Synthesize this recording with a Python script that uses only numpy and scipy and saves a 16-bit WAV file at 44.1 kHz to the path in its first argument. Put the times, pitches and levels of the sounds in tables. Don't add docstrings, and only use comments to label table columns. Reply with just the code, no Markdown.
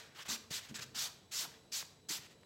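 import sys
import numpy as np
from scipy import signal
from scipy.fft import rfft, irfft, next_fast_len
from scipy.io import wavfile
from scipy.ndimage import uniform_filter1d, map_coordinates

SR = 44100
rng = np.random.default_rng(int(sys.argv[2]) if len(sys.argv) > 2 else 0)


def linear_from_db(decibels):
    return 10 ** (np.asarray(decibels, float) / 20)


def master_out(mix):
    frames = np.transpose(np.atleast_2d(mix))
    ceiling = np.clip(frames, -1, 1)
    pcm = np.round(ceiling * 32767).astype(np.int16)
    wavfile.write(sys.argv[1], SR, pcm)


N = 108045
LEAD = 8820
M = N + LEAD

# start t/s, length/s, level/dB, fastest point (0-1 of the length), drag level/dB
SWEEPS = [
    (-.13, 0.14, -40.5, 0.24, -3),
    (0.281, 0.0924, -39, 0.37, -8),
    (0.502, 0.10651, -41, 0.4, -8),
    (0.943, 0.15, -38.5, 0.46, -10),
    (1.31, 0.16, -38, 0.47, -13.5),
    (1.716, 0.12, -39, 0.42, -12.5),
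    (2.085, 0.11, -38.5, 0.32, -12),
]
# start t/s, length/s, level/dB, fastest point (0-1), drag level/dB
SCUFFS = [(0.145, 0.076, -60, 0.36, 1.5), (.183, 0.059, -53.5, 0.74, 1.5), (.251, 0.043, -53.5, 0.43, 1.5),
          (.605, 0.0842, -58, 0.54, 0), (.685, 0.033, -57, 0.3, -1), (0.741, 0.044, -45.5, 0.4, -4),
          (0.784, .02, -49, .6, 1), (0.805, 0.04263, -45, 0.53, -5), (1.487, 0.096, -74, 0.6, 9.5),
          (2.201, 0.076, -61, 0.8, 1.5), (2.292, 0.049, -65.5, 0.47, -1.5)]
# start t/s, length/s, level/dB
SCRAPES = [(0.144, 0.096, -59.5), (0.248, 0.028, -57), (.29, 0.026, -55), (0.552, 0.0682, -67),
           (1.014, 0.11, -59), (1.403, 0.075, -51.5), (1.75, 0.039, -78), (2.095, 0.031, -55.5)]
# f/Hz, level/dB
PAPER_COLOUR = [(900, -47), (1800, -18.5), (3000, -9.5), (4100, -1.5), (5200, -2), (7700, -4.5),
                (8500, -13.5), (10500, -20)]
# f/Hz, level/dB
DRAG_COLOUR = [(300, -21), (600, -10.5), (1300, -3.5), (1900, -1), (2200, -3.5), (3300, -1.5),
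               (4300, -10.5), (6500, -62)]
# f/Hz, level/dB
FIZZ_COLOUR = [(5000, -18.5), (8500, -6.5), (10100, -11), (11800, -5), (15100, -12.5), (15900, -10)]
# f/Hz, level/dB
SCRAPE_COLOUR = [(250, -49), (600, -16.5), (1200, -11), (2200, -20), (4000, -30)]
# t/s, level/dB, ring t60/s, ring f/Hz, push level/dB
THUMPS = [(0.291, -53, 0.075, 205, -43.5), (.305, -47.5, 0.17, 241.7, -49.5),
          (.32, -46.5, 0.24, 228.6, -51), (0.51, -45, 0.048, 156, -40.5), (0.697, -47, 0.11, 125.2, -53),
          (.712, -47, 0.25, 216, -44), (0.789, -52.5, .9, 125, -62), (0.821, -64, 0.0764, 242, -65),
          (0.961, -52.5, 0.088, 218.5, -65), (1.432, -56.5, 0.13, 333, -60),
          (1.472, -55.5, 0.1289, 150, -62), (1.83, -53, 0.0667, 150, -64.5), (2.065, -60, 0.065, 150, -63),
          (2.099, -49.5, .1, 310, -56), (2.105, -46.5, 0.07, 182, -66), (2.191, -46, 0.05, 116, -60)]
# f/Hz, level/dB
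SHUDDER_COLOUR = [(50, -6), (110, -6), (260, -1), (450, -6.5), (900, -37)]
# t/s, level/dB, centre f/Hz
FLICKS = [(0.2637, -40, 3500), (1.462, -50, 920), (1.826, -37, 1300), (2.185, -47, 1400),
          (2.412, -56, 4100), (2.433, -50, 1500), (.948, -39, 1160), (.258, -46, 897), (0.18, -58, 1500)]
# start t/s, length/s, f/Hz, width/Hz, level/dB
SQUEAK = (2.21, .055, 3100, 200, -67)
# f/Hz, t60/s
ROOM_DECAY = [(200, 1), (1000, 0.8204), (3000, 0.55), (7000, 0.44), (14000, 0.36)]
# f/Hz, level/dB
AIR_COLOUR = [(20, -29.5), (45, 4.5), (90, 2), (160, -2.5), (520, -6.5), (1500, -23.5), (4200, -20.5),
              (15900, -38)]
# f/Hz, width/Hz, level/dB
FAN = [
    (95.4, 4, -71),
    (150, 34, -72),
    (449.09, 3.4, -76.5),
]

TOUCH_SHARE, LIFT_SHARE = 0.069, 0.15
SWEEP_ARCH_DB, SWEEP_BEND = 15, 1.92
SCUFF_ARCH_DB, SCUFF_BEND = 11, 1.16
RISE_SHARE = 0.98
DRAG_START_DB, DRAG_END_DB = 9.5, 10.5
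SWEEP_FIZZ_DB, SCUFF_FIZZ_DB = -12, -14
FIZZ_END_DB, FIZZ_LATE = 8, 1.3
FIZZ_DULL = .1
SLIP_SHARE, SLIP_SPREAD_DB = .6, 1.5
CHATTER_DB, PATCH_DB = .35, 2.0
PUSH_S, THUMP_RISE_S = 0.0012, 0.0029
MODE_SPLIT = 0.068
THUMP_ROUGH_RAD, RUMBLE_DB = .5, -8
FLICK_T60_S, FLICK_WIDTH, FLICK_TOP_HZ = 0.016, 1.3, 7500
ROOM_DB, ROOM_DELAY_S = -12, .008
AIR_DB, AIR_PATCH_DB = -64, 1.5
WHINE_HZ, WHINE_DB, OCTAVE_DB = 3939, -78, -83.5
MIC_LOW_HZ, TOP_HZ = 57.407, 15880


def unit(x):
    return x / np.sqrt(np.mean(x ** 2) + 1e-20)


def along(points, hz):
    f, value = np.transpose(points)
    return np.interp(np.log(hz + 1), np.log(f + 1), value)


def wobble(rate):
    return map_coordinates(rng.standard_normal(2000), [np.arange(M) * rate / SR])


def filtered(x, response):
    m = next_fast_len(x.shape[-1] + SR // 2)
    spectrum = rfft(x, m) * response(np.fft.rfftfreq(m, 1 / SR))
    return irfft(spectrum, m)[..., :x.shape[-1]]


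def coloured(x, colour):
    return unit(filtered(x, lambda hz: linear_from_db(along(colour, hz))))


def hum_band(hz, width):
    return unit(filtered(rng.standard_normal(M), lambda f: 1 / (1 + ((f - hz) / width) ** 2)))


def patchy(x, depth_db):
    z = signal.stft(x, nperseg=256)[2]
    field = uniform_filter1d(rng.standard_normal(z.shape), size=3, axis=0)
    field = uniform_filter1d(field, size=7, axis=1)
    return signal.istft(z * linear_from_db(depth_db * unit(field)), nperseg=256)[1][:M]


def add(track, s, sound):
    part = track[round(s * SR) + LEAD:][:len(sound)]
    part += sound[:len(part)]


def slips(colour):
    when, size, sign = rng.random((3, M))
    strength = linear_from_db(-SLIP_SPREAD_DB * np.log(size + 1e-9))
    rain = (when < SLIP_SHARE) * strength * np.sign(sign - .5)
    return coloured(patchy(rain, PATCH_DB), colour)


def sponge():
    t = (np.arange(M) - LEAD) / SR
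    swish, drag, fizz = np.zeros((3, M))
    kinds = ((SWEEPS, SWEEP_ARCH_DB, SWEEP_BEND, SWEEP_FIZZ_DB),
             (SCUFFS, SCUFF_ARCH_DB, SCUFF_BEND, SCUFF_FIZZ_DB))
    for strokes, arch_db, bend, fizz_db in kinds:
        for s, length, db, fastest, drag_db in strokes:
            u = np.clip((t - s) / length, 0, 1)
            top = np.clip(fastest, .05, .95)
            rising = RISE_SHARE * (top - u) / max(top, 1 - top)
            slowness = np.where(u < top, rising, (u - top) / (1 - top))
            contact = np.clip(u / TOUCH_SHARE, 0, 1) * np.clip((1 - u) / LIFT_SHARE, 0, 1)
            gain = contact * linear_from_db(db - arch_db * slowness ** bend)
            extra_drag_db = np.where(u < top, DRAG_START_DB, DRAG_END_DB) * slowness ** 2
            tilt_db = FIZZ_END_DB * u ** FIZZ_LATE
            swish += gain
            drag += gain * linear_from_db(drag_db + extra_drag_db)
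            fizz += gain * linear_from_db(fizz_db + tilt_db - FIZZ_DULL * (drag_db + 18.5))
    scrape = np.zeros(M)
    for s, length, db in SCRAPES:
        scrape += linear_from_db(db) * np.sin(np.pi * np.clip((t - s) / length, 0, 1))
    chatter = linear_from_db(CHATTER_DB * (wobble(62.2) + wobble(170)))
    rub = swish * slips(PAPER_COLOUR) + drag * slips(DRAG_COLOUR)
    rub += fizz * slips(FIZZ_COLOUR) + scrape * slips(SCRAPE_COLOUR)
    return chatter * rub


def table():
    out, t = np.zeros(M), np.arange(SR // 2) / SR
    wander = THUMP_ROUGH_RAD * wobble(24.76)
    shudder = coloured(rng.standard_normal(M), SHUDDER_COLOUR)
    for s, db, t60, hz, push_db in THUMPS:
        now = np.minimum(np.arange(len(t)) + round(s * SR), M - 1)
        phase = 2 * np.pi * hz * t + wander[now] - wander[now[0]]
        modes = np.sin(phase) + 0.36 * np.sin(phase * (1 + MODE_SPLIT))
        ring = modes + linear_from_db(RUMBLE_DB) * shudder[now]
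        swell = linear_from_db(db - 60 * t / t60) * (1 - np.exp(-t / THUMP_RISE_S))
        u = t / PUSH_S
        push = linear_from_db(push_db) * u * (2 - u) * np.exp(1 - u)
        add(out, s, swell * ring + push)
    return out


def flicks():
    out, t = np.zeros(M), np.arange(SR // 20) / SR
    click = (t == 0) * 2
    puffs = (0.4 * rng.standard_normal((len(FLICKS), len(t))) + click) * linear_from_db(-60 * t / FLICK_T60_S)
    for (s, db, hz), puff in zip(FLICKS, puffs):
        width = FLICK_WIDTH * hz

        def edge(f):
            resonance = 1j * f * width / (hz * hz - f * f + 1j * f * width)
            return resonance / (1 + 1j * f / FLICK_TOP_HZ) ** 2

        snap = filtered(puff, edge)
        add(out, s, linear_from_db(db) * snap / np.abs(snap).max())
    return out


def squeak():
    s, length, hz, width, db = SQUEAK
    u = np.clip(((np.arange(M) - LEAD) / SR - s) / length, 0, 1)
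    swell = np.sqrt(np.abs(np.sin(np.pi * u)))
    return linear_from_db(db) * swell * hum_band(hz, width)


def room(x):
    hz, t, z = signal.stft(rng.standard_normal(SR), SR, nperseg=256)
    decay = linear_from_db(-60 * t / along(ROOM_DECAY, hz)[:, None])
    tail = signal.istft(z * decay, SR, nperseg=256)[1]
    late = np.pad(x, (round(ROOM_DELAY_S * SR), 0))
    return signal.fftconvolve(late, tail / np.linalg.norm(tail))[:M]


def ventilation():
    air = coloured(patchy(rng.standard_normal(M), AIR_PATCH_DB), AIR_COLOUR)
    fan = sum(linear_from_db(db) * hum_band(hz, width) for hz, width, db in FAN)
    phase = 2 * np.pi * WHINE_HZ * np.arange(M) / SR + 0.23 * wobble(44)
    whine = linear_from_db(WHINE_DB + 3 + 0.42 * wobble(22)) * np.sin(phase)
    whine += linear_from_db(OCTAVE_DB + 3.5) * np.sin(2 * phase)
    return linear_from_db(AIR_DB + .6 * wobble(4)) * air + fan + whine


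def scene():
    near = sponge() + table() + flicks() + squeak()
    return (near + linear_from_db(ROOM_DB) * room(near) + ventilation())[None, LEAD:]


def low_pass(x):
    return signal.sosfilt(signal.butter(12, 16260, fs=SR, output="sos"), x)


def record(dry):
    def microphone(hz):
        return (hz < TOP_HZ) * (hz / np.hypot(hz, MIC_LOW_HZ)) ** 4

    return low_pass(filtered(dry, microphone))


dry = scene()
out = record(dry)
master_out(out)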